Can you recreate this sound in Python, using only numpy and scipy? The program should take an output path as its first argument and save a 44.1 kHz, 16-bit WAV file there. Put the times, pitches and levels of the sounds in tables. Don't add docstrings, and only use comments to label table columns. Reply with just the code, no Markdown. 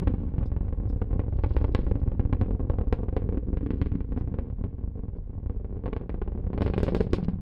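import sys
import numpy as np
from scipy import signal
from scipy.fft import rfft, irfft, next_fast_len
from scipy.io import wavfile

SR = 44100
rng = np.random.default_rng(int(sys.argv[2]) if len(sys.argv) > 2 else 0)


def wav_record(signal):
    frames = np.transpose(np.atleast_2d(signal))
    bounded = np.clip(frames, -1, 1)
    quanta = np.round(bounded * 32767).astype(np.int16)
    wavfile.write(sys.argv[1], SR, quanta)


N = 326763

# start in seconds, front level in dB before the
# mix trim, rise time in ms, swing level in dB, time of deepest suction after the front in ms.
CRACKS = [(0.0189, -11, 0.4, -23, 5.8), (0.073, -6, 0.16, -17.5, 7.4), (0.139, -8.5, 0.29, -25, 7.8),
          (0.1825, -17.5, 0.31, -22.5, 6.2), (0.2202, -22, 0.43, -32, 7.2), (0.2662, -20, 0.39, -26.5, 8.2),
          (0.281, -15, 0.43, -26, 6.5), (0.339, -9.5, 0.38, -24, 10.6), (0.382, -13.5, 0.2, -18.5, 5.7),
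          (0.4097, -9.5, 0.36, -23.5, 13.3), (0.43, -14, 0.21, -19.5, 7.7), (0.5177, -10.5, 0.28, -20, 9.7),
          (0.5646, -10.5, 0.25, -20, 8.8), (0.609, -8.5, 0.35, -27, 9.4), (0.6827, -15.5, 0.24, -23, 7.6),
          (0.7265, -10.5, 0.28, -24, 8.7), (0.8003, -11, 0.36, -27, 8.8), (0.8554, -14.5, 0.29, -26.5, 8.2),
          (0.874, -13, 0.44, -23, 7.7), (0.9, -11.5, 0.37, -26.5, 7.7), (0.9287, -12, 0.33, -22, 9.2),
          (0.9608, -16, 0.36, -20.5, 6.6), (1.017, -9, 0.21, -21.5, 6.9), (1.0553, -30, 0.31, -24, 8.9),
          (1.1093, -14, 0.29, -21, 7.4), (1.1308, -12, 0.22, -20, 6.2), (1.16, -8, 0.54, -21, 6.5),
          (1.1943, -7.5, 0.2, -20, 7), (1.2371, -16.5, 0.28, -25, 6.8), (1.265, -13, 0.38, -30, 11),
          (1.2822, -13.5, 0.36, -21, 6.4), (1.3264, -10, 0.34, -20, 7.4), (1.3568, -20, 0.64, -19.5, 8.4),
          (1.389, -13, 0.22, -19, 7.1), (1.4375, -7.5, 0.16, -16.5, 8.2), (1.462, -12, 0.29, -18.5, 6.3),
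          (1.5074, -12.5, 0.28, -18, 8.9), (1.5663, -6.5, 0.13, -15, 9.2), (1.614, -8, 0.25, -17.5, 8.5),
          (1.6426, -8, 0.19, -16.5, 8.7), (1.6821, -16, 0.23, -23, 11), (1.749, -3.5, 0.08, -16.5, 6.2),
          (1.7901, -3, 0.34, -21.5, 11.4), (1.8326, -9.5, 0.44, -23, 21), (1.867, -10.5, 0.22, -17, 8.7),
          (1.883, -18.5, 0.26, -27, 7.6), (1.913, -6.5, 0.25, -17, 7.9), (1.9558, -8.5, 0.25, -23.5, 6.6),
          (2.0172, -11.5, 0.32, -20.5, 8), (2.0319, -18.5, 0.27, -19.5, 7), (2.077, -10.5, 0.27, -16, 6.9),
          (2.1174, -12.5, 0.27, -25, 13.6), (2.1959, -6, 0.22, -14.5, 6.9), (2.252, -11.5, 0.27, -16, 7.5),
          (2.2961, -10.5, 0.44, -25, 6.3), (2.3279, -6.5, 0.16, -16.5, 6.2), (2.3476, -12, 0.34, -20, 8.9),
          (2.39, -25, 0.39, -23.5, 9.7), (2.4135, -6.5, 0.15, -17.5, 6), (2.4229, -10.5, 0.25, -17.5, 6.9),
          (2.461, -19, 0.22, -27, 7.9), (2.4836, -10, 0.35, -26.5, 10.5), (2.5087, -7.5, 0.25, -23.5, 7),
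          (2.55, -10, 0.35, -25.5, 6.5), (2.5962, -13, 0.26, -32, 4.3), (2.6036, -8, 0.37, -23.5, 8.2),
          (2.631, -13.5, 0.4, -24, 6.6), (2.6506, -11.5, 0.45, -29, 7.7), (2.699, -6.5, 0.19, -15.5, 7.1),
          (2.7353, -13, 0.28, -20, 9.6), (2.786, -7, 0.24, -18, 8.9), (2.812, -8, 0.28, -21, 9.6),
          (2.872, -10, 0.37, -20, 11.8), (2.9266, -3.5, 0.13, -17, 7.1), (2.989, -10.5, 0.37, -27, 7.5),
          (3.033, -10.5, 0.26, -32, 6.2), (3.0845, -11.5, 0.23, -22, 9), (3.1274, -12, 0.28, -23, 7.9),
          (3.1662, -5.5, 0.16, -20.5, 7.9), (3.2206, -13, 0.24, -28.5, 6.3), (3.2416, -8.5, 0.58, -24.5, 7),
          (3.262, -16, 0.41, -31.5, 5.1), (3.2905, -9, 0.23, -20.5, 8.5), (3.325, -10.5, 0.25, -29, 11),
          (3.3453, -10, 0.31, -27, 8), (3.3728, -8.5, 0.25, -24, 11.5), (3.485, -8.5, 0.42, -25, 7.5),
          (3.5303, -7, 0.32, -20.5, 9), (3.5715, -11, 0.17, -20.5, 6.2), (3.6094, -14, 0.27, -27, 7.6),
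          (3.6298, -11, 0.37, -24, 6.3), (3.6628, -12, 0.17, -23.5, 6.8), (3.7061, -10.0, 0.12, -19.5, 6.1),
          (3.7345, -13, 0.28, -21.5, 8.5), (3.772, -22.5, 0.25, -24, 9), (3.8156, -9, 0.1, -15, 6),
          (3.8607, -13, 0.16, -22, 9.1), (3.9189, -12, 0.21, -19, 6), (3.954, -15, 0.16, -24, 5),
          (4.0062, -13, 0.2, -22, 9.9), (4.046, -21, 0.27, -32, 8.4), (4.1215, -12.5, 0.23, -24.5, 12),
          (4.1636, -11.5, 0.28, -24.5, 8), (4.1759, -10.5, 0.19, -21, 6.1), (4.2109, -12.5, 0.25, -22, 7.3),
          (4.2758, -14, 0.26, -22.5, 6.8), (4.3415, -13.5, 0.2, -23.5, 5.5),
          (4.3874, -8.5, 0.2, -23.5, 8.7), (4.5008, -20, 0.22, -27, 7.1), (4.5267, -15.5, 0.6, -23.5, 6.8),
          (4.5859, -10.5, 0.57, -30, 15), (4.6125, -14, 0.36, -24, 6.8), (4.6399, -12, 0.21, -24.5, 7.8),
          (4.65, -19.5, 0.32, -27, 7), (4.7835, -17, 0.36, -27, 9.2), (4.8381, -16.5, 0.39, -23, 8.5),
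          (4.8768, -12.5, 0.43, -28, 9.6), (4.9551, -16, 0.44, -31.5, 6.3), (4.993, -12.5, 0.39, -30, 13),
          (5.036, -13.5, 0.46, -34, 8.3), (5.083, -16.5, 0.35, -24, 6.7), (5.1861, -10, 0.74, -30, 14.3),
          (5.379, -12, 0.56, -27.5, 9), (5.4305, -17.5, 0.42, -31, 8.9), (5.4609, -13.5, 0.3, -23, 9.5),
          (5.4976, -12.5, 0.24, -22.5, 8.2), (5.5616, -19, 0.4, -24.5, 12.7),
          (5.646, -15, 0.28, -26.5, 9.1), (5.7074, -18.5, 0.34, -32, 7.5), (5.727, -16, 0.32, -28, 10.2),
          (5.7575, -16.5, 0.39, -32, 9.3), (5.768, -14, 0.36, -26, 7.2), (5.7928, -15, 0.43, -37, 7.5),
          (5.8383, -14, 0.26, -28, 8.8), (5.859, -13, 0.14, -26.5, 6.5), (5.8791, -12, 0.2, -30, 11.5),
          (5.9297, -12, 0.14, -31, 11.7), (5.965, -11.5, 0.14, -23.5, 7.3), (6.0124, -14, 0.28, -36.5, 5.3),
          (6.0355, -19.5, 0.3, -37, 6), (6.0949, -12.5, 0.14, -33.5, 7), (6.143, -12, 0.24, -30.5, 12),
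          (6.2169, -11.5, 0.19, -22, 12.4), (6.277, -12.5, 0.25, -24.5, 10.5),
          (6.3205, -16, 0.26, -26.5, 9), (6.3509, -8, 0.45, -32, 7.1), (6.3764, -13.5, 0.29, -24, 9.6),
          (6.4025, -16, 0.45, -25, 10.7), (6.441, -17, 0.3, -24.5, 9.5), (6.468, -15, 0.23, -19.5, 7.5),
          (6.5025, -16, 0.28, -35, 3.7), (6.532, -13, 0.17, -28.5, 6), (6.5469, -5, 0.49, -33, 8.5),
          (6.578, -9.5, 0.15, -21, 7.6), (6.6087, -8.5, 0.15, -25, 5.4), (6.6194, -4.5, 0.14, -25, 6.7),
          (6.6507, -10, 0.33, -24, 7.8), (6.663, -8, 0.13, -20, 5.5), (6.6787, -12, 0.11, -25, 6.4),
          (6.7, -5, 0.3, -24, 8.7), (6.737, -11, 0.097, -25, 3.9), (6.764, -12, 0.28, -30, 4.2),
          (6.7795, -4, 0.14, -25.5, 7.2), (6.8034, -12, 0.12, -26, 9.1), (6.8316, -1.5, 0.17, -22, 7.8),
          (6.8667, -15, 0.094, -29, 7.1), (6.8813, -9, 0.12, -26, 4.9), (6.8887, -7.5, 0.16, -35, 6.6),
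          (6.922, -5.5, 0.29, -38, 13), (6.948, -4, 0.13, -28, 6.6), (6.966, -2.5, 0.3, -28, 11),
          (7.006, -3, 0.16, -24.5, 7.9), (7.068, -14, 0.23, -28, 4.9), (7.1329, 1, 0.16, -22.5, 7.2),
          (7.1844, -7.5, 0.29, -33, 1.3), (7.229, -11, 0.28, -31, 4.3), (7.2476, -12.5, 0.36, -24, 10.4),
          (7.284, -4, 0.27, -27.5, 5.1), (7.334, -12, 0.41, -29, 9.7)]
# time in seconds, rumble in dB, roar in dB, both before trims.
JET_LEVELS = [(0.0, -24.5, -32.5), (0.398, -30, -41), (0.7, -27, -42), (1.05, -25.5, -41),
              (1.3, -28, -43.5), (1.5, -27, -39), (2.101, -28, -41.5), (2.55, -27, -40),
              (3.2, -29.5, -42.5), (3.8, -29.5, -40), (4.2, -30, -41.5), (4.75, -35.5, -45),
              (5.301, -32, -46), (5.7, -35.5, -45), (6.1, -30.5, -45), (6.4, -30.5, -42), (6.799, -30, -39),
              (7.41, -30.5, -40)]
# frequency in Hz, relative density in dB per Hz.
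FIZZ_SPECTRUM = [(1100, -20), (2400, -2), (4000, -2.5), (5200, -6.5), (6100, -24.5), (9800, -30.5),
                 (11500, -46)]


def from_db(db):
    return 10 ** (np.asarray(db) / 20)


def rms_one(x):
    return x / np.sqrt(np.mean(x ** 2) + 1e-20)


def in_time(rows):
    s, *columns = np.transpose(rows)
    return [np.interp(np.arange(N) / SR, s, column) for column in columns]


def noise(spectrum, size):
    hz, db = np.transpose(spectrum)
    bins_hz = np.maximum(np.fft.rfftfreq(size, 1 / SR), 1)
    gain = from_db(np.interp(np.log(bins_hz), np.log(hz), db))
    return rms_one(irfft(rfft(rng.standard_normal(size)) * gain, size))


def long_noise(spectrum):
    return noise(spectrum, next_fast_len(N))[:N]


def ragged(size, spread_db, grain_s):
    step = max(grain_s * SR, 2)
    db = spread_db * np.clip(rng.standard_normal(size // 2 + 2), -2, 2)
    return rms_one(from_db(np.interp(np.arange(size) / step, np.arange(len(db)), db)))


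def add(out, s, sound):
    start = int(np.clip(round(s * SR), 0, N - 1))
    out[start:start + len(sound)] += sound[:N - start]


def bell(hz, width_hz, db):
    gain = from_db(db / 2)
    half = np.tan(np.pi * width_hz / SR)
    turn = -2 * np.cos(2 * np.pi * hz / SR)
    return [1 + half * gain, turn, 1 - half * gain], [1 + half / gain, turn, 1 - half / gain]


def sliding_bell(x, hz, db, breadth, block=256):
    out, state = np.zeros(N), np.zeros(2)
    for i in range(0, N, block):
        b, a = bell(hz[i], breadth * hz[i], db[i])
        out[i:i + block], state = signal.lfilter(b, a, x[i:i + block], zi=state)
    return out


def air_hiss(level_db=-101.5):
    return from_db(level_db) * rng.standard_normal(N)


def chips(attack_s=0.0039, t60_s=0.089):
    # start in seconds, pitch in Hz, level in dB.
    chip_rows = [(0.454, 5050, -68.5), (0.889, 5070, -68.5), (4.184, 5100, -76), (5.160, 4620, -86)]
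    # multiple of the pitch, relative density in dB per Hz.
    chip_spectrum = [(.5, -39), (.7, -5), (.88, -10.5), (1, -3), (1.14, -10.5), (1.4, -25.5), (1.8, -16),
                     (2.15, -32), (2.5, -38)]
    t = np.arange(SR // 8) / SR
    shape = (1 - np.exp(-t / attack_s)) ** 2 * from_db(-60 * t / t60_s)
    shape = shape / shape.max()
    out = np.zeros(N)
    for s, pitch_hz, db in chip_rows:
        spectrum = [(multiple * pitch_hz, density_db) for multiple, density_db in chip_spectrum]
        add(out, s, from_db(db) * shape * noise(spectrum, len(t)))
    return out


def wisps():
    # centre in seconds, width in seconds, peak level in dB.
    wisp_rows = [(0.040, 0.012, -74), (1.649, 0.36, -72), (3.8, 0.2, -82.5), (6.80, 0.13, -77.5),
                 (7.110, 0.013, -66), (7.239, 0.013, -57)]
    level = np.zeros(N)
    for s, width_s, db in wisp_rows:
        widths = np.clip((np.arange(N) / SR - s) / width_s * 2, -20, 20)
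        level = np.hypot(level, from_db(db) / np.cosh(widths))
    return level * ragged(N, spread_db=9.0, grain_s=0.0044) * long_noise(FIZZ_SPECTRUM)


def rumble(level_db, trim_db=-6):
    # frequency in Hz, relative density in dB per Hz.
    rumble_spectrum = [(12, -12.5), (25, -1.5), (45, 9), (70, 1), (100, 5.5), (140, -15), (220, -41),
                       (500, -75.5)]
    return from_db(level_db + trim_db) * ragged(N, spread_db=3.0, grain_s=0.041) * long_noise(rumble_spectrum)


def roar(level_db, trim_db=-0.5):
    # frequency in Hz, relative density in dB per Hz.
    roar_spectrum = [(60, -17.5), (130, 15), (190, -2.5), (300, -9), (500, -14.5), (800, -23),
                     (1200, -31.5), (2000, -41), (4000, -57.5), (8000, -70.5)]
    return from_db(level_db + trim_db) * ragged(N, spread_db=2.0, grain_s=0.018) * long_noise(roar_spectrum)


def front(t, rise_ms, relax_ms=0.56, soften=0.34, round_ms=0.072):
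    ms = t * 1000
    wave = np.exp(-ms / relax_ms)
    extra_lag_ms = soften * rise_ms * np.tanh((rise_ms / round_ms) ** 2)
    for lag_ms in (0.88 * rise_ms, 0.88 * rise_ms, extra_lag_ms):
        r = np.exp(-ms[1] / max(lag_ms, ms[1] / 10))
        wave = signal.lfilter([1 - r], [1, -r], wave)
    return wave


def swing(t, suction_ms, onset_ms=0.81):
    # time after the front in ms, half width in ms (both
    swing_lobes = [(2.27, 2.15, 0.77), (7.73, 2.99, -1.37), (21, 6.5, -0.16)]
    ms = t * 1000 * swing_lobes[1][0] / max(suction_ms, 2)
    lobes = sum(height * np.exp(-((ms - at_ms) / width_ms) ** 2) for at_ms, width_ms, height in swing_lobes)
    return lobes * (1 - np.exp(-(ms / onset_ms) ** 2))


def scatter(t, near_db=-8.0, near_t60_s=0.027, near_build_s=0.003,
            far_db=-15, far_t60_s=0.28, far_build_s=0.0019):
    # frequency in Hz, relative density in dB per Hz.
    brush_spectrum = [(60, -16.5), (200, -4.5), (500, 3.5), (1200, 2.5), (2500, 8.5), (4800, 7), (6200, -7),
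                      (9500, -2.5), (15000, -18.5)]
    near = from_db(-60 * t / near_t60_s) * (1 - np.exp(-t / near_build_s)) ** 2
    far = from_db(-60 * t / far_t60_s) * (1 - np.exp(-t / far_build_s))
    shape = np.hypot(from_db(near_db) * rms_one(near), from_db(far_db) * rms_one(far))
    grit = ragged(len(t), spread_db=5.5, grain_s=0.002)
    return shape * grit * noise(brush_spectrum, len(t)) / np.sqrt(len(t))


def weak_shocks(per_s=55, spread_db=3.0, rise_ms=0.55, low_hz=130):
    t = np.arange(SR // 8) / SR
    sizes = from_db(spread_db * np.clip(rng.standard_normal(N), -2, 1))
    arrivals = sizes * (rng.random(N) < per_s / SR)
    waves = signal.fftconvolve(arrivals, front(t, rise_ms, soften=0.14))[:N]
    waves = waves + signal.fftconvolve(waves, scatter(t))[:N]
    high_pass = signal.butter(2, low_hz, "high", fs=SR, output="sos")
    return rms_one(signal.sosfilt(high_pass, waves))


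def lesser_shocks(per_s=23.4, jitter=0.22, over_roar_db=22.5, spread_db=3.5, ref_rise_ms=0.52,
                  ref_db=-19, rise_doubling_db=17.5, swing_follows=0.18, swing_trim_db=-1.5):
    crack_s, crack_db, _, crack_swing_db, crack_suction_ms = np.transpose(CRACKS)
    marks = [0, *crack_s, N / SR]
    times = []
    for start, end in zip(marks, marks[1:]):
        intervals = max(round((end - start) * per_s), 1)
        times.extend(np.linspace(start, end, intervals + 1)[1:-1])
    late, size = np.clip(rng.standard_normal((len(times), 2)), -2, 2).T
    s = np.array(times) + late * jitter / per_s
    jet_s, _, roar_db = np.transpose(JET_LEVELS)
    db = np.interp(s, jet_s, roar_db) + over_roar_db + spread_db * size
    rise_ms = ref_rise_ms * 2 ** ((ref_db - db) / rise_doubling_db)
    base_swing_db = np.interp(s, crack_s, crack_swing_db - swing_follows * crack_db)
    swing_db = base_swing_db + swing_follows * db + swing_trim_db
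    return list(zip(s, db, rise_ms, swing_db, np.interp(s, crack_s, crack_suction_ms)))


def crackle(front_db=-2.5, fold_db=-15, fold_s=0.006, refold_db=-21, refold_s=0.015,
            foot_db=-17, foot_s=0.0004, lead_s=0.0036):
    t = np.arange(SR // 5) / SR
    brief = t[:len(t) // 5]
    cracks, swings = np.zeros(N), np.zeros(N)
    foot = from_db(foot_db) / np.cosh((brief - lead_s) / foot_s)
    shocks = list(CRACKS) + lesser_shocks()
    for s, jump_db, rise_ms, swing_db, suction_ms in shocks:
        late, size, later, later_size = rng.random(4)
        edge = from_db(jump_db + front_db) * front(brief, rise_ms)
        add(cracks, s, edge)
        add(cracks, s - lead_s, from_db(jump_db) * foot)
        add(cracks, s + fold_s * (0.25 + late), 2 * size * from_db(fold_db) * edge)
        add(cracks, s + refold_s * (0.5 + later), 2 * later_size * from_db(refold_db) * edge)
        add(swings, s, from_db(swing_db) * swing(t, suction_ms))
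        add(cracks, s, signal.fftconvolve(edge, scatter(t)))
    return cracks, swings


def sizzle(level_db, full_db, fall, spectrum, build_s=0.0055, t60_s=0.15, snap=6.9, snap_t60_s=0.012,
           growth_db_per_s=1.5, tail_growth_db_per_s=2.3):
    t = np.arange(SR // 4) / SR
    snaps, tails = np.zeros(N), np.zeros(N)
    snap_shape = snap * from_db(-60 * t / snap_t60_s)
    swell = (1 - np.exp(-t / build_s)) ** 2 * from_db(-60 * t / t60_s)
    swell = swell / swell.max()
    for s, jump_db, rise_ms, *_ in CRACKS:
        shortfall_db = max(full_db - jump_db + 20 * np.log10(rise_ms), 0)
        from_end_s = s - N / SR
        strength = from_db(level_db - fall * shortfall_db + growth_db_per_s * from_end_s)
        add(snaps, s, strength * snap_shape)
        add(tails, s, strength * from_db(tail_growth_db_per_s * from_end_s) * swell)
    return (snaps + tails * ragged(N, spread_db=3.5, grain_s=0.0012)) * long_noise(spectrum)


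def ground_echo(x, share=0.23, split_hz=2300, wander_ms=0.45, wander_s=0.05):
    # time in seconds, mean lag in ms, gain of the echo's treble in dB.
    ground_rows = [(0, 3.8, 2.5), (1.2, 3.9, -8.5), (1.45, 3.5, -1), (1.75, 3.34, -16), (2.3, 3.7, -21),
                   (3.2, 4.3, -12), (3.85, 4.3, -10.5), (6.0, 4.77, -19), (7.4, 5.36, -8.5)]
    lag_ms, treble_db = in_time(ground_rows)
    steps = rng.uniform(-1, 1, N // 100)
    lag_ms = lag_ms + wander_ms * np.interp(np.arange(N) / SR / wander_s, np.arange(len(steps)), steps)
    dull = signal.sosfilt(signal.butter(1, split_hz, fs=SR, output="sos"), x)
    echo = share * dull + from_db(treble_db) * (x - dull)
    return np.interp(np.arange(N) - lag_ms * SR / 1000, np.arange(N), echo)


def air_path(x, dip_ratio=2.31, dip_share=0.94):
    # time in seconds, centre in Hz, height in dB.
    hump_rows = [(0, 245, 3.5), (.6, 144, 4), (1.2, 300, -1), (1.7, 316, 1), (2.1, 233, 3.5),
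                 (2.42, 249, 4), (2.6, 950, 1.5), (3.0, 1030, 2.5), (3.2, 414, 2.5), (3.35, 350, 5),
                 (3.6, 297, 7), (3.9, 275, 10), (4.25, 254.6, 3.5), (5.3, 197.5, 1), (6.0, 377, 0.5),
                 (6.7, 393, 1.5), (7.05, 468, 4), (7.2, 196.8, 3.5), (7.41, 190, 9.5)]
    hz, db = in_time(hump_rows)
    humped = sliding_bell(x, hz, db, breadth=0.63)
    return sliding_bell(humped, dip_ratio * hz, -dip_share * db, breadth=1.0)


def dull_top(x, edge_hz=5400, leak_db=-23):
    low_pass = signal.butter(6, min(edge_hz, 0.45 * SR), fs=SR, output="sos")
    muffled = signal.sosfiltfilt(low_pass, x)
    return muffled + from_db(leak_db) * (x - muffled)


def site_colour(x):
    # centre in Hz, width in Hz, height in dB.
    site_bands = [(149.7, 37, -6.5), (174, 26, 6.5), (286.5, 21, 3.5), (309, 21, -4), (504, 240, 4.5),
                  (632, 89, -8), (968, 57, -4.5), (1066, 92, 4), (1284, 250, -4.5), (1800, 100, -3.5),
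                  (4900, 7500, 3), (6560, 2500, -1.5)]
    for hz, width_hz, db in site_bands:
        x = signal.lfilter(*bell(hz, width_hz, db), x)
    return x


def scene():
    # frequency in Hz, relative density in dB per Hz.
    top_spectrum = [(4500, -22), (6300, -1), (9500, -6.5), (10800, -19.5), (15000, -24)]
    rumble_db, roar_db = in_time(JET_LEVELS)
    background = rumble(rumble_db) + wisps() + chips() + air_hiss()
    patter = from_db(roar_db - 2.5) * weak_shocks()
    cracks, swings = crackle()
    direct = cracks + patter + roar(roar_db)
    arriving = dull_top(air_path(direct + ground_echo(direct) + swings))
    treble = sizzle(level_db=-47.5, full_db=15.5, fall=3.1, spectrum=FIZZ_SPECTRUM)
    top = sizzle(level_db=-66, full_db=14, fall=5.8, spectrum=top_spectrum)
    return (site_colour(arriving) + treble + top + background)[None]


def record(dry, low_hz=12, ceiling=0.37, cutoff_hz=16400):
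    heard = signal.sosfilt(signal.butter(1, low_hz, "high", fs=SR, output="sos"), dry)
    held = heard / (1 + (heard / ceiling) ** 8) ** (1 / 8)
    return signal.sosfilt(signal.cheby2(12, 70, cutoff_hz, fs=SR, output="sos"), held)


dry = scene()
out = record(dry)
wav_record(out)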